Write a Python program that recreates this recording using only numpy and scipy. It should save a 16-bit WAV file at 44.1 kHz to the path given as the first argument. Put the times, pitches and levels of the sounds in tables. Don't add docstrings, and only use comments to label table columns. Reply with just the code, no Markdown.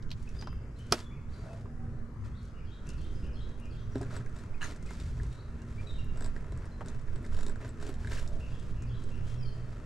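import sys
import numpy as np
from scipy import signal
from scipy.fft import rfft, irfft, next_fast_len
from scipy.io import wavfile
from scipy.ndimage import uniform_filter1d

SR = 44100
rng = np.random.default_rng(int(sys.argv[2]) if len(sys.argv) > 2 else 0)


def wav_out(sig):
    wavfile.write(sys.argv[1], SR, np.round(np.clip(np.atleast_2d(sig).T, -1, 1) * 32767).astype(np.int16))


def attenuation_scalar(level_db):
    decades = np.asarray(level_db, float) / 20
    return 10 ** decades


N = 434385


def evened(x):
    return x / np.sqrt(np.mean(x ** 2) + 1e-20)


def read(points, hz):
    f, value = np.transpose(points)
    return np.interp(np.log(hz + 1), np.log(f + 1), value)


def curves(rows):
    s, *columns = np.transpose(rows)
    return [np.interp(np.arange(N) / SR, s, column) for column in columns]


def swells(rows, rest_db, rise_db_per_s, fall_db_per_s):
    t = np.arange(0, N, 64) / SR
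    s, length, db = np.transpose(rows)[:, :, None]
    rise = rise_db_per_s * np.maximum(s - t, 0)
    fall = fall_db_per_s * np.maximum(t - s - length, 0)
    power = attenuation_scalar(2 * (db - rise - fall)).sum(0)
    return 10 * np.log10(np.interp(np.arange(N) / SR, t, power) + attenuation_scalar(2 * rest_db))


def add(mix, s, sound):
    part = mix[round(s * SR):][:len(sound)]
    part += sound[:len(part)]


def peaked(x, db):
    return attenuation_scalar(db) * x / abs(x).max()


def band(x, hz, width):
    return signal.lfilter(*signal.iirpeak(hz, hz / width, SR), x)


def band_twice(x, hz, width):
    return band(band(x, hz, width), hz, width)


def body(x, modes):
    return sum((-1) ** k * attenuation_scalar(db) * band(x, hz, width) for k, (hz, width, db) in enumerate(modes))


def shaped(x, points):
    size = next_fast_len(N)
    gain = attenuation_scalar(read(points, np.fft.rfftfreq(size, 1 / SR)))
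    return irfft(rfft(x, size) * gain, size)[..., :N]


def ports(x, loose):
    decay = attenuation_scalar(-60 * np.arange(900) / SR / 0.18)
    taps = rng.standard_normal((2, 900)) * (rng.random((2, 900)) < 0.05) * decay
    taps = signal.lfilter([1, -1], [1, -0.85], taps)
    taps *= loose / np.linalg.norm(taps, axis=1)[:, None]
    taps[:, 0] += 1
    return signal.oaconvolve(x[None], taps, axes=1)[:, :N]


# pitch_hz, level_db (per Hz)
YARD = [(25, -10), (50, 0), (105, 2), (200, -11.5), (310, -17), (400, -17), (630, -26.5), (800, -30.5),
        (1300, -26.5), (1700, -29.5), (2300, -39), (3800, -51.5), (6500, -47), (12000, -58.5)]
YARD_DB = -43.5
# pitch_hz, likeness (0 to 1)
LIKENESS = [(60, 1), (180, 0.99), (550, 0.89), (1650, 0.42), (4970, 0.28), (15000, 0.64)]
# pitch_hz, lead_rad
LEFT_LEAD = [(0, 0.56), (2500, -0.35), (5860, 0.1), (7410, -0.2), (8790, -0.0), (15200, -0.0)]
# pitch_hz, level_db
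LEFT_TILT = [(60, 0.5), (180, -1.5), (550, 2), (1650, 3), (4970, -1), (15000, 13)]


def yard():
    frames, hz = N // 512 + 5, np.fft.rfftfreq(2048, 1 / SR)
    a, b, c, d, patches = rng.standard_normal((frames, 1025, 5)).T
    patches = evened(uniform_filter1d(uniform_filter1d(patches, 16, 0), 12, 1))
    same = np.clip(read(LIKENESS, hz), 0, 1)[:, None]
    left = a + 1j * b
    right = same * left + np.sqrt(1 - same ** 2) * (c + 1j * d)
    right *= (np.exp(-1j * read(LEFT_LEAD, hz)) / attenuation_scalar(read(LEFT_TILT, hz)))[:, None]
    spectra = np.array([left, right]) * attenuation_scalar(read(YARD, hz)[:, None] + 2.0 * patches)
    return attenuation_scalar(YARD_DB) * evened(signal.istft(spectra, nperseg=2048, noverlap=1536)[1][:, :N])


SWELL_DB_PER_S, EBB_DB_PER_S = 48, 58.5
# start_s, length_s, level_db
SURGES = [
    (.3, 0.65, -50),
    (3.5, 0.71, -46),
    (5.15, 0.19, -46.5),
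    (6.6, 1.6, -46.5),
    (8.7, 0.39, -37),
    (9.45, 0.1, -32.5),
]
IDLE_DB = -62.5


def motor():
    hum_db = swells(SURGES, IDLE_DB, SWELL_DB_PER_S, EBB_DB_PER_S)
    hum = evened(band(band(rng.standard_normal(N), 118.35, 8.7), 119.7, 3.3))
    buzz = evened(band_twice(rng.standard_normal(N), 233, 4.9))
    return attenuation_scalar(hum_db - 4.5) * hum + attenuation_scalar(-57.5) * buzz


# time_s, level_db
WIND = [(0.0, -39), (0.93, -51), (1.28, -43.5), (1.54, -54), (1.8, -38.5), (2.38, -49.5), (3.18, -36.5),
        (3.5, -45), (4.62, -37.5), (5.57, -53), (6.22, -28), (6.53, -44.5), (7.4, -29), (7.72, -45),
        (8.08, -33.5), (8.67, -37), (9.3, -38), (9.85, -44)]
# start_s, length_s, level_db
GUSTS = [
    (.25, 0.42, -45),
    (3.0, 0.94, -44),
    (5.1, 0.21, -40),
    (5.95, 0.38, -45.5),
    (6.6, 0.82, -46.5),
    (8.05, 0.76, -42),
    (9.2, 0.29, -45),
]
CALM_DB = -51


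def wind():
    push_db, = curves(WIND)
    roar_db = swells(GUSTS, CALM_DB, SWELL_DB_PER_S, EBB_DB_PER_S)
    n = rng.standard_normal((6, N))
    push = shaped(n[0] + 0.14 * n[1:3], [(2, -7), (6, 11.5), (14, 7.5), (25, -3.5), (40, -55.5), (120, -130)])
    roar = shaped(n[3] + 0.17 * n[4:], [(18, -49), (28, -10.5), (55, -5.5), (90, -15.5), (300, -110)])
    return attenuation_scalar(push_db) * evened(push) * attenuation_scalar([[-3.5], [2.5]]) + attenuation_scalar(roar_db) * evened(roar)


# start_s, length_s, pitch_hz, width_hz, level_db
GROANS = [
    (1.38, 0.19, 620, 170, -53),
    (8.241, 0.14, 616, 150, -52.5),
    (1.55, 0.5, 755, 51, -66),
    (2.12, 0.18, 100, 9.3, -42.5),
]


def truck():
    out = np.zeros(N)
    for s, length, hz, width, db in GROANS:
        groan = band_twice(rng.standard_normal(round(length * SR)), hz, width)
        add(out, s, attenuation_scalar(db) * evened(groan) * np.hanning(len(groan)))
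    return out


OVERTONE_DB = -19


def whistle(notes, shake):
    out = np.zeros(N)
    for s, length, start_hz, end_hz, db in notes:
        hz = np.geomspace(start_hz, end_hz, round(length * SR))
        unsteady = uniform_filter1d(rng.standard_normal((2, SR // 2)), 300)
        waver, flutter = evened(unsteady)[:, :len(hz)]
        turn = 2 * np.pi * np.cumsum(hz * (1 + shake * waver)) / SR
        tone = np.sin(turn) + attenuation_scalar(OVERTONE_DB) * np.sin(2 * turn)
        add(out, s, attenuation_scalar(db + 3.76 * flutter) * tone * signal.windows.tukey(len(hz), 0.5))
    return out


# start_s (within the phrase), length_s, start_hz, end_hz, level_db
PHRASE = [
    (0, 0.0196, 2570, 2836, -60.5),
    (0.018, 0.037, 2870, 2800, -63),
    (.04, .04, 2660, 2403, -67),
    (0.105, 0.025, 5710, 3800, -64.5),
    (0.126, .045, 3350, 3100, -62.5),
    (0.168, 0.027, 3097, 4305, -60.5),
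]
# start_s, level_db, high_notes_db
PHRASES = [
    (2.534, -1, 1),
    (2.862, 1, 0),
    (3.222, 1.5, 0.5),
    (3.59, -0.5, 2),
    (8.398, 0.5, -5),
    (8.757, 2, -6),
    (9.108, -2.5, -7),
]
# start_s, length_s, start_hz, end_hz, level_db
FAR_NOTES = [
    (1.1, .04, 1996, 2750, -61),
    (1.145, 0.036, 2580, 2074, -64.5),
    (2.31, 0.024, 3400, 3200, -72),
    (2.335, 0.045, 3200, 4500, -65),
    (2.46, 0.071, 5400, 4700, -73),
    (8.5, .04, 3200, 3400, -72),
    (9.254, .05, 3380, 3280, -61.5),
    (5.34, 0.069, 3700, 4340, -68.5),
    (5.9, 0.052, 3860, 2990, -59.5),
]
HIGH_HZ = 3800
WREN_SHAKE = 0.018
LEAF_BLUR_S = 0.0058


def far_wren():
    notes = list(FAR_NOTES)
    for s, more_db, high_db in PHRASES:
        for delay, length, start_hz, end_hz, db in PHRASE:
            facing_db = high_db * (max(start_hz, end_hz) > HIGH_HZ)
            notes.append((s + delay, length, start_hz, end_hz, db + more_db + facing_db))
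    leaves = signal.oaconvolve(rng.standard_normal(N), np.hanning(round(LEAF_BLUR_S * SR)), "same")
    return whistle(notes, WREN_SHAKE) * evened(1.2 + evened(leaves))


# start_s, length_s, start_hz, end_hz, level_db
WHISTLES = [(0.335, 0.054, 4650, 4900, -66), (.375, .045, 4940, 4900, -59), (.375, 0.049, 6150, 6160, -72),
            (.44, .11, 2780, 2680, -67), (3.78, 0.094, 5970, 5950, -76), (3.91, 0.055, 5730, 5700, -69),
            (1.37, .08, 6750, 6750, -77), (6.71, 0.034, 4127, 4030, -71), (6.652, .04, 5150, 5240, -74),
            (.35, .035, 3580, 3660, -66), (0.37, 0.17, 3070, 3100, -69), (.76, 0.024, 4000, 4550, -65),
            (0.786, 0.034, 2980, 3090, -60), (.815, 0.028, 3270, 3030, -63), (.95, .15, 3544, 3420, -66),
            (1.285, 0.0246, 3350, 4600, -68), (1.31, 0.048, 4620, 4610, -64), (1.33, 0.03, 4310, 3790, -65),
            (5.315, 0.021, 3710, 3924, -65.5), (5.33, 0.046, 4180, 4140, -72),
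            (5.39, 0.027, 4450, 4420, -67), (3.14, .09, 5030, 4970, -71), (5.857, 0.071, 3930, 3640, -57.5),
            (5.975, 0.055, 2846, 2710, -56), (9.355, 0.069, 5540, 5400, -64.5),
            (9.398, 0.062, 5350, 4500, -59), (9.44, 0.066, 4480, 4320, -61), (9.54, 0.11, 4500, 4380, -77),
            (9.4, 0.12, 3180, 3080, -64.5)]
NEAR_SHAKE = 0.009


def high_whistler():
    flicker = evened(uniform_filter1d(rng.standard_normal(N), 500))
    return whistle(WHISTLES, NEAR_SHAKE) * evened(1.9 + flicker)


# start_s, length_s, start_hz, end_hz, level_db
CHIRPS = [(.27, 0.036, 2510, 2700, -63.5), (1.48, 0.063, 2680, 2520, -67), (4.54, 0.015, 2497, 2550, -61),
          (4.557, 0.022, 2200, 2170, -66), (4.577, .025, 2150, 2110, -64.5), (4.78, 0.015, 2050, 2300, -67),
          (4.8, 0.035, 2080, 2070, -64), (4.862, 0.015, 2520, 2550, -58.5), (4.88, .045, 2150, 2090, -58),
          (5.6, 0.039, 2800, 2780, -70), (5.775, .04, 2260, 2460, -55), (5.84, .025, 2150, 2250, -64),
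          (5.868, .03, 2490, 2580, -66), (9.36, .03, 2600, 2770, -69), (9.39, 0.08, 2790, 2200, -66)]


def low_chirper():
    return whistle(CHIRPS, NEAR_SHAKE)


def trees():
    wren, near, chirps = far_wren(), high_whistler() + truck(), low_chirper()
    tail = rng.standard_normal((2, SR)) * attenuation_scalar(-60 * np.arange(SR) / SR / 0.68)
    tail = tail + 0.46 * tail[::-1]
    tail = tail / np.linalg.norm(tail[0])
    sent = attenuation_scalar(2) * wren + attenuation_scalar(-1.5) * near + attenuation_scalar(-7.5) * chirps
    echoes = signal.fftconvolve(sent[None], tail, axes=1)[:, :N]
    direct = attenuation_scalar(-3) * near + chirps + attenuation_scalar(-9) * wren
    return direct * attenuation_scalar([[1.1], [-1.1]]) + echoes


# pitch_hz, level_db, t60_s
PLIERS = [(344, -7, 0.11), (592, -15, 0.031), (930, -4, 0.043), (1290, -0.5, 0.018), (1622, -7, 0.013),
          (2430, -13, 0.028), (3320, -5, 0.022), (4650, 2, 0.015), (5220, 3.5, 0.009), (5960, -16, 0.02),
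          (7400, -20.5, 0.037), (9500, -17.5, .02)]
# start_s, level_db
DROP = [(.912, -48), (0.9228, -19), (0.9224, -21), (.9245, -10), (0.924, -26), (0.929, -27.5), (0.936, -38),
        (0.945, -40), (0.955, -45), (.99, -46), (1.004, -43.5)]
SETTLE_DB, SETTLE_T60_S = -43.5, 0.25


def pliers():
    out, t = np.zeros(N), np.arange(9000) / SR
    for s, db in DROP:
        ring = np.zeros(9000)
        for (hz, mode_db, t60), luck in zip(PLIERS, rng.random(len(PLIERS))):
            mode_db = mode_db + 8.7 * (luck - 0.5)
            ring -= attenuation_scalar(mode_db - 60 * t / t60) * np.sin(2 * np.pi * hz * t)
        crack = 0.55 * rng.standard_normal(9000) * attenuation_scalar(-60 * t / 0.01)
        add(out, s, attenuation_scalar(db) * (0.3 * ring + band_twice(crack, 4000, 10000)))
    add(out, 0.917, attenuation_scalar(-24.5) * np.hanning(190))
    thud = evened(band(rng.standard_normal(9000), 330, 440))
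    add(out, DROP[1][0], attenuation_scalar(-24 - 60 * t / 0.087) * thud)
    hiss = band(rng.standard_normal(9000), 2200, 5000)
    add(out, DROP[3][0], hiss * attenuation_scalar(SETTLE_DB - 60 * t / SETTLE_T60_S))
    return ports(out, 0.22) * attenuation_scalar([[-1.1], [1.1]])


CONTACT_S = 3.9
# pitch_hz, width_hz, level_db
CAN = [(265, 19, 11), (408, 52.5, 7), (630, 105, -0.5), (969, 115, -4), (1379, 213, -6.5),
       (1656, 207, -3.5)]
# pitch_hz, width_hz, level_db
TERMINAL = [(1667, 272, -0.5), (2700, 68, -14), (3550, 230, 6.5), (5180, 220, -6), (7010, 120, 4),
            (7200, 81, 4), (9700, 510, -7)]
# pitch_hz, level_db (per Hz)
RUSTLE_TONE = [(900, -33), (2000, 0), (3500, -0.5), (5200, -2.5), (7800, -4.5), (13000, -19)]
# start_s, length_s, rustle_db,
# can_pressure_db (against the rustle)
STROKES = [(0.178, 0.19, -70.5, 1), (0.36, 0.061, -68.5, 6.5), (0.784, 0.085, -69, 1),
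           (0.928, 0.068, -56, 3.5), (1.326, 0.27, -69, 7), (2.257, 0.012, -67, 8),
           (2.426, 0.058, -72.5, -16), (2.86, 0.061, -70, 8), (2.94, 0.33, -69.5, 4),
           (3.398, 0.56, -76, 10.5), (3.95, .1, -68, 9), (4.129, 0.043, -58, 8.5), (4.363, 0.066, -66, 7),
           (4.642, 0.085, -59, 5), (4.866, 0.22, -62.5, -5), (5.102, 0.25, -68, -15),
           (5.683, 0.32, -69.5, 5), (6.162, 0.14, -68.5, 10), (6.356, 0.31, -76.5, 16),
           (6.881, .07, -68, 11.5), (7.097, 0.14, -75.5, 13.5), (7.327, 0.089, -64.5, 8.5),
           (7.45, 0.054, -69, 9), (7.615, 0.054, -64.5, 11), (7.075, 0.022, -79, 14),
           (7.23, 0.019, -71.5, 12), (6.608, .08, -74.5, 11), (0.99, 0.012, -61, 0.5),
           (7.82, 0.082, -60, 6.5), (8.005, 0.066, -63.5, 4.5), (8.117, 0.075, -52.5, 0.5),
           (8.2, .05, -65, 5), (8.302, 0.41, -68.5, 2), (9.003, 0.18, -69.5, 3), (9.276, 0.059, -61, -2),
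           (9.55, 0.5, -72.5, 9)]
GRIP_DB_PER_S, LET_GO_DB_PER_S = 400, 270
REST_DB, HOLD_DB, HOLD_PRESS_DB = -90.5, -75, 12


def rustle():
    held = np.arange(N) / SR > CONTACT_S
    rest_db = np.where(held, HOLD_DB, REST_DB)
    edge_rows = [(s, length, db) for s, length, db, _ in STROKES]
    can_rows = [(s, length, db + press_db) for s, length, db, press_db in STROKES]
    edge_db = swells(edge_rows, rest_db, GRIP_DB_PER_S, LET_GO_DB_PER_S)
    can_db = swells(can_rows, rest_db + HOLD_PRESS_DB * held, GRIP_DB_PER_S, LET_GO_DB_PER_S)
    tiny_slips = attenuation_scalar(2.9 * np.minimum(rng.exponential(1, N), 5)) * (rng.random(N) < 900 / SR)
    grit = np.sqrt(signal.lfilter([1], [1, -0.99], tiny_slips ** 2) + 1.8)
    n = grit * rng.standard_normal((6, N))
    edge = evened(shaped(n[0] + 0.43 * n[2:4], RUSTLE_TONE))
    can = evened(band(body(n[1] + 0.29 * n[4:], CAN + TERMINAL[:2]), 1200, 3300))
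    return attenuation_scalar(edge_db + 0.5) * edge + attenuation_scalar(can_db + 1.5) * can


# start_s, level_db, pitch_hz
KNOCKS = [(0.4237, -44, 910), (0.4711, -36.5, 1030), (4.203, -47.5, 1580), (1.656, -45.5, 1020),
          (3.953, -28.5, 310), (4.01, -33, 350), (4.107, -42.5, 1520), (6.807, -42.5, 1250),
          (6.812, -36.5, 810), (7.839, -42, 306), (7.888, -35, 283)]


def knocks(out):
    t = np.arange(4000) / SR
    for s, db, hz in KNOCKS:
        burst = rng.standard_normal(4000) * attenuation_scalar(-60 * t * np.sqrt(hz) / 1.9)
        struck = 0.5 * body(burst, CAN) + band(burst, hz, 0.2 * hz) + 0.11 * burst
        add(out, s, peaked(band_twice(struck, hz, 2 * hz), db))


# start_s, level_db, pitch_hz
PINGS = [(4.262, -46.5, 1640), (4.759, -55, 1670), (6.507, -61, 1670), (5.1988, -42, 1680),
         (6.364, -44.5, 1720), (7.083, -50, 1680), (7.245, -46, 1640), (7.61, -53, 1670),
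         (8.047, -40, 1590), (8.073, -37.5, 1610), (8.112, -46, 1560), (8.12, -44, 1720),
         (8.127, -38.5, 1590), (8.168, -41, 1700), (8.174, -42, 2700), (8.183, -41, 1570)]


def pings(out):
    t = np.arange(4000) / SR
    for s, db, hz in PINGS:
        burst = rng.standard_normal(4000) * attenuation_scalar(-60 * t / 0.018)
        wall = body(burst, [(hz, 120, 0), (2150, 400, -13)])
        add(out, s, peaked(band(wall, hz, 2 * hz), db))


# start_s, level_db, length_s
THUMPS = [
    (.4247, -38, 0.00091),
    (.4724, -33, 0.0015),
    (.529, -42, 0.0012),
    (4.1075, -52, .0005),
    (6.8085, -37, 0.0011),
    (6.8095, -36, 0.0033),
    (3.956, -36, 0.0028),
    (4.611, -38, .0007),
    (7.161, -46, 0.00057),
]


def thumps(out):
    for s, db, length in THUMPS:
        swing = np.linspace(0, 1, round(length * SR))
        add(out, s, -attenuation_scalar(db) * np.sin(np.pi * swing) * np.sin(3 * np.pi * swing))


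# start_s, snap_db, pitch_hz
TICKS = [(0.025, -50.5, 4280), (0.0922, -56, 3020), (0.1048, -41.5, 4100), (0.1145, -31.5, 3300),
         (0.226, -51, 6000), (0.2897, -50, 6000), (0.4114, -40.5, 4860), (0.4233, -42, 3090),
         (0.4713, -43.5, 4100), (0.527, -49.5, 1310), (0.79, -54, 7970), (2.8692, -49, 6300),
         (2.89, -40.5, 6000), (2.902, -44.5, 5780), (3.0136, -58, 7340), (3.599, -55, 8500),
         (3.98, -51, 4220), (6.043, -52, 10550), (6.355, -59, 9000), (6.872, -62, 6000), (7.68, -51, 11000),
         (8.21, -58, 11000), (8.235, -65, 9500), (2.934, -55, 6500), (2.9775, -62, 7000),
         (3.0435, -58, 7500), (3.49, -57, 5800), (3.655, -55, 6000), (2.43, -58, 6960), (2.452, -57, 6490),
         (6.8085, -56.5, 7200), (6.8832, -36.5, 6460), (7.014, -59, 7000), (7.132, -64, 9500),
         (7.228, -58, 9500), (7.891, -48, 10500), (8.2755, -40, 6170), (8.285, -56, 12600),
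         (8.5964, -50, 6500)]
# start_s, snap_db, can_knock_db
ROOT_SLIPS = [(3.955, -44, -37.5), (4.029, -45, -48), (4.3635, -52, -55), (4.387, -48.5, -63),
              (4.9066, -44, -43.5), (4.999, -44, -54), (5.326, -50, -70), (6.3623, -52, -46),
              (6.5209, -49, -45.5), (6.9945, -54.5, -65), (7.262, -49.5, -52), (7.3288, -53, -55),
              (7.3447, -44, -49), (7.366, -47, -50), (7.3874, -43, -45), (7.407, -43, -51),
              (7.43, -41.5, -46.5), (7.4637, -39, -44), (7.5568, -53, -47.5), (7.646, -50, -47),
              (7.799, -56, -51), (7.825, -40.5, -44.5), (7.866, -44.5, -50), (7.8907, -48, -50),
              (7.94, -46.5, -56), (8.071, -43, -53)]
# start_s, snap_db
SPADE_SLIPS = [(4.013, -45), (4.26, -53.5), (4.294, -56), (4.761, -50), (6.407, -59), (4.8256, -50),
               (4.861, -50), (4.933, -48), (5.232, -46.5), (5.618, -52.5), (6.574, -50.5), (6.654, -53),
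               (8.0446, -52), (8.8214, -48), (9.0379, -50)]
# start_s, snap_db
TIP_SLIPS = [(4.1066, -63), (4.164, -40), (6.173, -47.5), (6.2072, -39.5), (6.2218, -42.5), (6.244, -40),
             (6.2598, -41), (6.859, -47), (7.158, -51), (7.2482, -52), (7.482, -43.5), (7.495, -42),
             (7.6892, -48.5), (8.115, -51)]
TICK_KNOCK_DB, SPADE_KNOCK_DB, TIP_KNOCK_DB = -21, -5, -3.5
ROOT_HZ, SPADE_HZ, TIP_HZ = 3700, 6000, 7750
TIP_BODY_HZ = 5400


def slips():
    ticks = [(s, db, hz, db + TICK_KNOCK_DB) for s, db, hz in TICKS]
    roots = [(s, db, ROOT_HZ, knock_db) for s, db, knock_db in ROOT_SLIPS]
    spades = [(s, db, SPADE_HZ, db + SPADE_KNOCK_DB) for s, db in SPADE_SLIPS]
    tips = [(s, db, TIP_HZ, db + TIP_KNOCK_DB) for s, db in TIP_SLIPS]
    return ticks + roots + spades + tips


def snaps(out):
    t = np.arange(4000) / SR
    decay = attenuation_scalar(-60 * t / 0.012) + 0.13 * attenuation_scalar(-60 * t / 0.077)
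    attack = np.minimum(t / 0.001, 1)
    for s, db, hz, knock_db in slips():
        snap_burst, knock_burst = rng.standard_normal((2, 4000)) * decay * attack
        modes = TERMINAL[3:] if hz == SPADE_HZ else TERMINAL[1:]
        tip_gain = 6.0 if hz == TIP_HZ else 1.3
        ring = body(snap_burst, modes) + tip_gain * band(snap_burst, TIP_HZ, 230)
        hz = TIP_BODY_HZ if hz == TIP_HZ else hz
        snap = 0.74 * (s > CONTACT_S) * ring + 0.09 * band(snap_burst, 12100, 4500)
        snap = snap + band_twice(snap_burst, hz, 0.77 * hz)
        add(out, s, peaked(snap, db) + peaked(body(knock_burst, CAN), knock_db + 6))


def handwork():
    out = np.zeros(N)
    for play in (snaps, knocks, pings, thumps):
        play(out)
    return ports(out, 0.47)


# time_s, body_db, edge_db
SLIDE = [
    (4.607, -73, -79),
    (4.611, -41, -55),
    (4.63, -42, -48.5),
    (4.652, -44, -51),
    (4.662, -45.5, -51.5),
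    (4.7, -62, -64),
]
# start_s, level_db, pitch_hz
CATCHES = [
    (4.611, -40, 1530),
    (4.6275, -28, 1710),
    (4.616, -35.5, 2790),
    (4.6375, -36, 1500),
    (4.6415, -33.5, 1900),
    (4.639, -41, 6150),
    (4.645, -45, 6700),
    (4.651, -33, 1750),
    (3.7, -52, 1290),
]


def slide():
    before = (SLIDE[0][0] - 0.002, -120, -120)
    after = (SLIDE[-1][0] + 0.011, -120, -120)
    body_db, edge_db = curves([before] + SLIDE + [after])
    jerks = signal.lfilter([1], [1, -0.98], rng.random(N) < 300 / SR)
    scrape = rng.standard_normal(N) * np.sqrt(0.097 + jerks)
    low_modes = [(1720, 230, 3), (1250, 900, -2.5), (2300, 320, -3.5), (2800, 360, -4)]
    low = attenuation_scalar(body_db - 2.5) * evened(body(scrape, low_modes))
    t = np.arange(900) / SR
    for s, db, hz in CATCHES:
        attack = np.minimum(t / 0.00092, 1)
        add(low, s, attenuation_scalar(db - 60 * t / 0.02) * attack * np.sin(2 * np.pi * hz * t))
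    edge = body(scrape, [(4100, 350, -1), (6530, 740, 1), (9300, 820, -11.5)])
    edge = evened(edge + 0.4 * band(scrape, 4200, 6000))
    return ports(low + attenuation_scalar(edge_db) * edge, 0.61)


# pitch_hz, lead_rad
PORT_LEAD = [(300, 0), (1300, 0.31), (3000, 0.74), (5500, 0.13), (8000, 0.26), (10500, 0), (13000, .9)]
# pitch_hz, level_db
PORT_SHADE = [(5000, -0.5), (8000, -1), (11000, -2.5), (14000, 1)]


def housing(x):
    size = next_fast_len(N)
    hz = np.fft.rfftfreq(size, 1 / SR)
    path = np.exp(1j * read(PORT_LEAD, hz)) * attenuation_scalar(read(PORT_SHADE, hz))
    return np.array([x[0], irfft(rfft(x[1], size) * path, size)[:N]])


def scene():
    return yard() + motor() + wind() + housing(trees() + pliers() + rustle() + handwork() + slide())


def band_limit(x):
    return signal.sosfilt(signal.butter(12, 15620, fs=SR, output="sos"), x)


# pitch_hz, level_db
MIC = [(8500, 1), (11000, -0.5), (13500, -3.5), (15000, -18.5), (15800, -35)]


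def record(dry):
    mix = shaped(dry, MIC)
    return band_limit(mix)


dry = scene()
out = record(dry)
wav_out(out)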